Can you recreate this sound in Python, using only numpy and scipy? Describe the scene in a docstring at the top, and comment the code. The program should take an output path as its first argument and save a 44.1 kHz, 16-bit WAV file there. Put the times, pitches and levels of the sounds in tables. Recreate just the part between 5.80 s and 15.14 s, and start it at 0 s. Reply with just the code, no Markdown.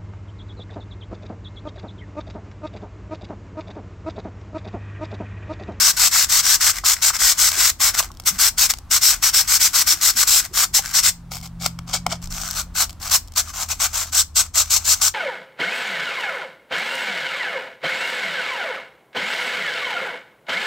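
"""Sandpaper folded round a plastic card rubs a pocketknife in quick strokes, close to the microphone.
It runs along the handle, feels slowly over the tang, then works in short strokes at the pivot.
Grit catches on the steel and drives the resonances of card and knife; the card's edge clicks,
hands knock and fingers rustle. A low hum swells and fades in the small room."""
import sys
import numpy as np
from scipy import signal
from scipy.fft import rfft, irfft
from scipy.io import wavfile
from scipy.ndimage import uniform_filter1d, minimum_filter1d

SR = 44100
rng = np.random.default_rng(int(sys.argv[2]) if len(sys.argv) > 2 else 0)


def waveform_to_disk(signal):
    """Save audio, clipped to [-1, 1], as 16-bit WAV at the path in sys.argv[1]."""
    frames = np.transpose(np.atleast_2d(signal))
    scaled = np.clip(frames, -1, 1) * 32767
    samples = np.round(scaled).astype(np.int16)
    wavfile.write(sys.argv[1], SR, samples)


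N = 411894
TIME = np.arange(N) / SR


def amp(db):
    """Decibels to gain."""
    return 10 ** (np.asarray(db) / 20)


def unit_rms(x):
    """Scales to rms 1."""
    return x / np.sqrt(np.mean(x ** 2) + 1e-20)


def at_hz(table, hz):
    """Reads a table on a log-frequency axis."""
    f, value = np.transpose(table)
    return np.interp(np.log(hz + 1), np.log(f + 1), value)


def lookup(table, x):
    """Interpolates the other columns at x in the first."""
    axis, *columns = np.transpose(table)
    return [np.interp(x, axis, column) for column in columns]


def envelope(table):
    """Gain per sample from (time [s], level [dB])."""
    return amp(np.interp(TIME, *np.transpose(table)))


def add(mix, start_s, sound):
    """Mixes in a stereo sound."""
    at = round(start_s * SR)
    sound = sound[:, max(-at, 0):]
    part = mix[:, max(at, 0):][:, :sound.shape[1]]
    part += sound[:, :part.shape[1]]


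def wander(size, rate_hz):
    """Low-passed noise, rms 1."""
    hz = np.fft.rfftfreq(size, 1 / SR)
    return unit_rms(irfft(rfft(rng.standard_normal(size)) / (1 + (hz / rate_hz) ** 4), size))


def peaks_db(modes, hz):
    """Lift from a set of resonances."""
    return sum(db / (1 + (2 * (hz - f) / width) ** 2) for f, width, db in modes)


# likeness of the microphone ports: (frequency [Hz], correlation)
PORT_CORRELATION = [(60, .99), (200, .9), (350, .86), (700, .96), (1600, .98), (2200, .68), (3600, .85),
                    (5500, .62), (7000, .47), (8500, .45), (9500, .15), (15000, -.12)]
def ports(drive, hz, gain, side_db):
    """Filters two independent drives and blends them into the left and right port."""
    a, b = rfft(drive)
    correlation, tilt = np.clip(at_hz(PORT_CORRELATION, hz), -1, 1), amp(side_db)
    pair = np.array([tilt * a, correlation * a + np.sqrt(1 - correlation ** 2) * b])
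    return irfft(pair * gain * np.sqrt(2 / (1 + tilt ** 2)), drive.shape[1])


def noise(spectrum, side_db=.5):
    """Steady coloured stereo noise, rms 1."""
    hz = np.fft.rfftfreq(N, 1 / SR)
    return unit_rms(ports(rng.standard_normal((2, N)), hz, amp(at_hz(spectrum, hz)), side_db))


def tone(hz, waver_hz=1.3, flutter_db=1.5):
    """Wavering sine, rms 1."""
    cycles = np.cumsum(hz + waver_hz * wander(N, 4)) / SR
    return unit_rms(np.sin(2 * np.pi * cycles) * amp(flutter_db * wander(N, 6)))


# rumble spectrum, hum partials: (frequency [Hz], level [dB])
RUMBLE_SPECTRUM = [(15, -18), (28, -7), (42, 2), (60, -7), (80, -4), (110, -12), (170, -20), (250, -21),
                   (420, -35), (750, -30), (1100, -29), (2000, -40), (6000, -47), (15000, -53)]
HUM_PARTIALS = [(124.4, -3), (171, 0), (232.7, -17.5)]
# envelopes: (time [s], level [dB])
RUMBLE_LEVEL = [(0, -43.5), (3.1, -39.5), (4.1, -44), (5.5, -42), (6.3, -39.5), (7.1, -39), (7.8, -43),
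                (9.34, -44)]
HUM_LEVEL = [(0, -52), (.6, -55), (1.2, -66), (4.4, -58), (5.2, -48), (5.8, -38), (6.3, -38), (6.8, -47),
             (7.4, -57), (9.34, -66)]
DRONE_LEVEL = [(0, -54), (5.5, -52), (6.3, -44), (8.1, -44), (8.8, -39), (9.34, -48)]
def background(drone_hz=78.5):
    """Room rumble, a hum that swells and fades, and a deeper drone that stays."""
    hum = sum(amp(db) * tone(hz) for hz, db in HUM_PARTIALS)
    rumble = noise(RUMBLE_SPECTRUM) * envelope(RUMBLE_LEVEL)
    return rumble + hum * envelope(HUM_LEVEL) + tone(drone_hz) * envelope(DRONE_LEVEL)


# reverberation: (frequency [Hz], T60 [s])
ROOM_DECAY = [(200, .3), (1500, .22), (6000, .215), (15000, .19)]
def room(x, gap_s=.006):
    """Sparse reflections of a small room; the treble dies first."""
    size = SR // 2
    taps = rng.standard_normal((2, size)) * (rng.random((2, size)) < .1)
    taps *= np.arange(size) / SR > gap_s
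    hz, t, bands = signal.stft(taps, SR, nperseg=256)
    bands = bands * amp(-60 * t / at_hz(ROOM_DECAY, hz)[:, None])
    tail = signal.istft(bands, SR, nperseg=256)[1]
    tail /= np.linalg.norm(tail, axis=1, keepdims=True)
    return signal.fftconvolve(x, tail, axes=1)[:, :N]


# finger noise: (frequency [Hz], level [dB])
RUSTLE_SPECTRUM = [(100, -14), (220, -3), (350, 0), (450, -14), (900, -30)]
# its envelope: (time [s], level [dB])
RUSTLE_LEVEL = [(0, -58), (1.5, -61), (2.3, -57), (3.1, -66), (3.7, -60), (4.3, -56), (4.9, -58),
                (5.4, -72)]
def rustle():
    """Fingers shift on the knife."""
    return noise(RUSTLE_SPECTRUM) * envelope(RUSTLE_LEVEL)


# knocks: (time [s], level [dB], pitch [Hz])
KNOCKS = [(.357, -14, 1400), (1.037, -20, 1130), (1.301, -16, 1180), (1.415, -19, 1250), (1.77, -37, 330),
          (2.2, -14, 1170), (2.302, -34, 1100), (2.51, -32.5, 180), (4.13, -40, 300), (4.35, -39, 230),
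          (4.432, -17, 1450), (4.71, -41, 350), (4.988, -24, 800), (6.149, -22, 1160), (6.266, -25.5, 700),
          (6.266, -35, 240), (6.323, -24, 660), (6.42, -27, 37)]
def knock(start_s, db, hz, decay_cycles=6.2, attack_share=.22, pitch_spread=.18):
    """Card and hands hit knife and bench; the hands damp each knock in the same number of cycles."""
    decay_s = decay_cycles / hz
    t = np.arange(SR // 2) / SR
    cycles = np.cumsum(hz * (1 + pitch_spread * wander(len(t), hz / 2))) / SR
    attack = 1 - np.exp(-t / (attack_share * decay_s))
    ring = np.sin(2 * np.pi * cycles) * np.exp(-t / decay_s) * attack
    return start_s, amp(db) * np.sqrt(2) * np.array([ring, ring])


# grit on steel: (frequency [Hz], level [dB])
RASP_SPECTRUM = [(250, -35), (420, -33), (650, -18.3), (1100, -11.4), (1800, -17.3), (2800, -9.8),
                 (4000, -5.6), (6000, -2), (8400, -2.2), (9300, -11), (10200, -9.1), (11300, -5.4),
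                 (14000, -4.1), (16000, -7)]
# card and knife resonances by place rubbed: (frequency [Hz], width [Hz], lift [dB])
HANDLE_MODES = [(731, 110, 3.3), (1219, 189, 4.4), (1513, 314, 8.6), (2062, 544, 9.6), (4277, 600, 2.0),
                (5390, 743, 5.0), (7478, 555, 2.3), (8086, 512, 2.9)]
TANG_MODES = [(490, 210, 13.2), (741, 258, 14.0), (1320, 480, 9.5), (2212, 239, 10.8), (3225, 522, 5.6),
              (4640, 684, 5.0), (5416, 318, 6.6), (7352, 316, 2.1)]
PIVOT_MODES = [(696, 275, 5.6), (1244, 218, 6.3), (1514, 226, 7.2), (2140, 429, 4.8), (4327, 465, 2.6),
               (5544, 506, 3.8), (6237, 380, 4.5), (7310, 359, 5.0), (8000, 600, 2.5)]
def contact_colour(modes, body_db, fizz_db, hz):
    """Spectral gain of a rubbed place, and the low share of it that the card's body carries."""
    gain = amp(at_hz(RASP_SPECTRUM, hz) + peaks_db(modes, hz))
    main_band = (hz > 4000) & (hz < 8500)
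    gain /= np.sqrt(np.mean(gain ** 2 * main_band))
    card_share = np.interp(hz, [1600, 3900], [1, 0])
    fizz_share = np.interp(hz, [8400, 9600], [0, 1])
    return gain * amp(body_db * card_share + fizz_db * fizz_share), card_share


# paper creeping or pressed in place: (start [s], end [s], level [dB], ticks [1/s])
CREEP_SPANS = [(2.23, 2.46, -52, 40), (2.93, 2.99, -42, 80), (5.5, 5.68, -45, 35), (6.42, 6.76, -39, 35),
               (7.08, 7.14, -41, 70), (7.2, 7.31, -33, 65), (7.44, 7.54, -46, 50)]
def grain_ticks(spread_db=3, body_db=-3):
    """Single grains let go at random; returns click rows."""
    return [(s, db + spread_db * rng.standard_normal(), body_db)
            for start, end, db, per_s in CREEP_SPANS
            for s in rng.uniform(start, end, round((end - start) * per_s))]


# snaps of the card's edge: (time [s], level [dB], card body [dB])
EDGE_CLICKS = [(1.04, -35, 8), (1.717, -21, -5), (2.227, -27, 3), (2.399, -32.5, -4), (2.907, -17, -6),
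               (2.937, -25, 2), (4.65, -29, -6), (5.518, -34, 8), (5.861, -14.5, 1), (5.989, -36, 10),
               (6.265, -20.5, 10), (6.71, -24.5, -6)]
def click(start_s, db, body_db, snap_s=.0013, rattle_s=.005, rattle_db=-17, span_s=.006):
    """The card's edge or a grain slips on the steel: a hard snap and a short rattle."""
    size, lead_s = 4096, .02
    t, hz = np.arange(size) / SR - lead_s, np.fft.rfftfreq(size, 1 / SR)
    decay = np.exp(-abs(t) / snap_s) + amp(rattle_db) * np.exp(-abs(t) / rattle_s)
    burst = rng.standard_normal((2, size)) * np.clip(t / .0008, 0, 1) * decay
    drive = unit_rms(burst) * np.sqrt(span_s * SR / size)  # energy of span_s at rms 1
    fizz_db = -4 - .4 * body_db
    gain, _ = contact_colour(TANG_MODES, body_db, fizz_db, hz)
    return start_s - lead_s, amp(db) * ports(drive, hz, gain, side_db=2.5)


def grit(size, coarseness, catches_per_s, grains_per_s=22000, catch_s=.0007):
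    """Fine grains tick constantly; a large one catches and frees a burst of them."""
    grains = rng.standard_normal((2, size)) * (rng.random(size) < grains_per_s / SR)
    catches = rng.exponential(1, size) * (rng.random(size) < catches_per_s / SR)
    bursts = signal.lfilter([1], [1, -np.exp(-1 / (catch_s * SR))], catches)
    return unit_rms(grains) * np.sqrt(1 - coarseness + coarseness * bursts / bursts.mean())


# steel resonance at the spot rubbed: (time [s], frequency [Hz])
STEEL_RING = [(0, 6200), (6.4, 6700), (6.75, 4400), (7.6, 4600), (7.8, 6900), (9.3, 7100)]
def grip_rings(start_s, card_range_hz=(1100, 2700), steel_spread=.16, card_db=3.6, steel_db=3.2):
    """Card and steel ring differently with each grip; returns their two modes."""
    card_hz = rng.uniform(*card_range_hz)
    steel_hz = lookup(STEEL_RING, start_s)[0] * (1 + steel_spread * rng.uniform(-1, 1))
    return [(card_hz, 260, card_db), (steel_hz, 650, steel_db)]


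# radiation to the ports: (frequency [Hz], left minus right [dB])
HANDLE_BALANCE = [(60, 0.0), (100, 0.0), (180, 0.0), (310, 1.5), (550, 3.0), (950, 3.0), (1650, 1.5),
                  (2860, 1.5), (4970, 3.0), (8640, 3.5), (15000, 3.0)]
PIVOT_BALANCE = [(60, 0.5), (100, 0.5), (180, 0.0), (310, 1.5), (550, 2.0), (950, 2.0), (1650, 1.0),
                 (2860, 2.0), (4970, 3.0), (8640, 3.5), (15000, 1.0)]
def place(start_s, tang_from_s=5.4, pivot_from_s=6.4):
    """Modes and stereo balance of the part being rubbed."""
    if start_s < tang_from_s:
        return HANDLE_MODES, HANDLE_BALANCE
    return (TANG_MODES if start_s < pivot_from_s else PIVOT_MODES), PIVOT_BALANCE


def bite_time(start_s, rise_s, below_db=9):
    """When the paper bites, below_db under the full push."""
    return start_s - rise_s * below_db / 20


def drags(strokes, max_gap_s=.085, relative_db=-25, rise_s=.02):
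    """Between quick strokes the paper drags softly while the hand turns; returns stroke rows."""
    return [(end, next_start, db + relative_db, rise_s)
            for (_, end, db, _), (next_start, _, _, next_rise) in zip(strokes, strokes[1:])
            if bite_time(next_start, next_rise) - end < max_gap_s]


# a firm push hisses evenly, a light one is coarser with more body:
# (stroke level [dB], card body [dB], coarseness [0-1], fall [s/20 dB], catches [1/s])
PUSH_FEEL = [(-40, 7.5, .35, .026, 260), (-31, 6.5, .55, .03, 260), (-24, 5.5, .3, .03, 380),
             (-17, 3, .2, .021, 380), (-14.5, -1, .17, .018, 380), (-12.5, -3.5, .12, .024, 380)]
# tone as the grip changes: (time [s], card body [dB], fizz [dB])
GRIP_TONE = [(0, .4, -2), (1.2, -.3, -1.8), (2.1, .8, -.6), (2.5, 1.8, 1.2), (2.7, -.2, -1),
             (4.3, -.7, -.2), (4.95, 0, -1), (5.25, 0, -2.5), (5.55, -6, -1), (6.1, -4, -8),
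             (6.32, .5, -10.5), (6.45, -.5, -3), (6.75, 0, -1), (7.35, 2.6, 0), (7.6, -.5, -2),
             (8, 1.2, -2), (8.3, -3.5, -3.6), (8.55, -1, -4.6), (9.3, -1, -2.4)]
# passes of the paper: (start [s], end [s], level [dB], rise [s/20 dB])
SANDING_STROKES = [(0.002, 0.108, -14.0, 0.006), (0.199, 0.279, -14.0, 0.068), (0.347, 0.444, -14.5, 0.074),
                   (0.504, 0.605, -14.0, 0.024), (0.667, 0.757, -14.0, 0.085), (0.809, 0.91, -15.0, 0.01),
                   (0.958, 0.987, -27.5, 0.037), (1.053, 1.137, -14.5, 0.014), (1.224, 1.299, -15.0, 0.006),
                   (1.337, 1.369, -24.0, 0.011), (1.416, 1.523, -14.0, 0.055), (1.591, 1.691, -14.0, 0.029),
                   (1.708, 1.787, -26.0, 0.006), (1.79, 1.902, -15.0, 0.043), (2.012, 2.099, -15.0, 0.023),
                   (2.141, 2.184, -27.0, 0.006), (2.189, 2.199, -13.0, 0.031), (2.201, 2.258, -35.5, 0.051),
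                   (2.475, 2.493, -13.0, 0.031), (2.509, 2.592, -40.5, 0.006), (2.602, 2.685, -13.5, 0.028),
                   (2.783, 2.862, -14.5, 0.011), (2.9, 2.909, -17.0, 0.016), (3.114, 3.174, -14.5, 0.01),
                   (3.225, 3.316, -12.5, 0.022), (3.321, 3.348, -23.5, 0.006), (3.427, 3.495, -15.5, 0.006),
                   (3.545, 3.612, -13.5, 0.025), (3.7, 3.771, -14.0, 0.049), (3.809, 3.874, -13.5, 0.018),
                   (3.945, 4.021, -15.0, 0.023), (4.076, 4.134, -14.0, 0.02), (4.232, 4.307, -14.0, 0.041),
                   (4.38, 4.431, -13.5, 0.039), (4.477, 4.599, -13.5, 0.013), (4.622, 4.663, -35.0, 0.018),
                   (4.768, 4.844, -16.5, 0.065), (4.946, 4.986, -13.0, 0.011), (5.038, 5.121, -32.5, 0.006),
                   (5.149, 5.199, -13.5, 0.028), (5.236, 5.295, -13.5, 0.015), (5.515, 5.574, -33.5, 0.006),
                   (5.627, 5.662, -40.5, 0.006), (5.829, 5.869, -28.0, 0.057), (6.083, 6.139, -37.0, 0.023),
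                   (6.132, 6.163, -21.0, 0.006), (6.321, 6.33, -25.5, 0.055), (6.435, 6.443, -36.5, 0.037),
                   (6.507, 6.758, -32.0, 0.006), (6.777, 6.809, -23.5, 0.05), (6.993, 7.037, -16.5, 0.087),
                   (7.228, 7.321, -32.0, 0.054), (7.338, 7.361, -11.5, 0.06), (7.571, 7.604, -16.0, 0.021),
                   (7.675, 7.705, -34.0, 0.006), (7.796, 7.834, -24.5, 0.13), (7.91, 7.925, -21.5, 0.049),
                   (8.001, 8.064, -18.5, 0.006), (8.143, 8.231, -21.5, 0.026), (8.25, 8.297, -38, 0.014),
                   (8.329, 8.369, -22.0, 0.013), (8.377, 8.416, -13.5, 0.061), (8.56, 8.615, -13.5, 0.006),
                   (8.639, 8.673, -41.5, 0.024), (8.767, 8.824, -14.5, 0.046), (8.907, 8.976, -14.5, 0.009),
                   (9.084, 9.14, -13.5, 0.076), (9.218, 9.284, -14.0, 0.01)]
def stroke(start_s, end_s, db, rise_s, attack_s=.009, arch_db=2.8,
           judder_db=1.2, chatter_db=1.7, ripple_db=1.5, trim_db=-.15, card_trim_db=-.65):
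    """One pass of the paper: grit under the hand's push drives card and knife."""
    body_db, coarseness, fall_s, catches_per_s = lookup(PUSH_FEEL, db)
    grip_db, fizz_db = lookup(GRIP_TONE, start_s)
    modes, balance = place(start_s)
    size, lead_s = 18432, .1
    t, hz = start_s - lead_s + np.arange(size) / SR, np.fft.rfftfreq(size, 1 / SR)
    bite_s = bite_time(start_s, rise_s)
    attack_db = -20 * np.maximum(bite_s - t, 0) / attack_s
    swell_db = -20 * np.clip(start_s - t, 0, start_s - bite_s) / rise_s
    release_db = -20 * np.maximum(t - end_s, 0) / fall_s
    push_db = db + trim_db + attack_db + swell_db + release_db
    drive = grit(size, coarseness, catches_per_s) * amp(push_db + judder_db * wander(size, 70))
    # steel hisses most at full speed; the card follows speed less and chatters
    travel = np.interp(t, [start_s, max(end_s, start_s + .005)], [-1, 1])
    speed_db = -arch_db * (travel - .05) ** 2
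    hiss = drive * amp(speed_db)
    flutter = unit_rms(amp(chatter_db * wander(size, 110)))
    chatter = drive * amp(speed_db / 2 + card_trim_db) * flutter
    gain, card_share = contact_colour(modes, body_db + grip_db, fizz_db, hz)
    gain *= amp(peaks_db(grip_rings(start_s), hz))
    side_db = at_hz(balance, hz)
    sound = np.zeros((2, size))
    for spot in -1, 0, 1:  # fine resonances change as the contact travels
        nearness = np.clip(1 - abs(travel - spot), 0, 1)
        spot_gain = gain * amp(ripple_db * wander(len(hz), 380))
        sound += ports(hiss * nearness, hz, spot_gain * (1 - card_share), side_db)
        sound += ports(chatter * nearness, hz, spot_gain * card_share, side_db)
    return start_s - lead_s, sound


def scene(room_db=-18.7):
    """Strokes, clicks and handling at the bench, in the room."""
    work = rustle()
    for source, rows in ((stroke, SANDING_STROKES + drags(SANDING_STROKES)),
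                         (click, EDGE_CLICKS + grain_ticks()),
                         (knock, KNOCKS)):
        for row in rows:
            add(work, *source(*row))
    return work + amp(room_db) * room(work) + background()


def record(dry, ceiling=.97, cutoff_hz=15900):
    """Fast peak limiter, then a low-pass."""
    allowed = np.minimum(1, ceiling / (abs(dry).max(0) + 1e-9))
    gain = uniform_filter1d(minimum_filter1d(allowed, size=45), size=45)
    low_pass = signal.firwin(511, cutoff_hz, window=("kaiser", 8), fs=SR)
    return signal.oaconvolve(dry * gain, low_pass[None], "same", axes=1)


dry = scene()
out = record(dry)
waveform_to_disk(out)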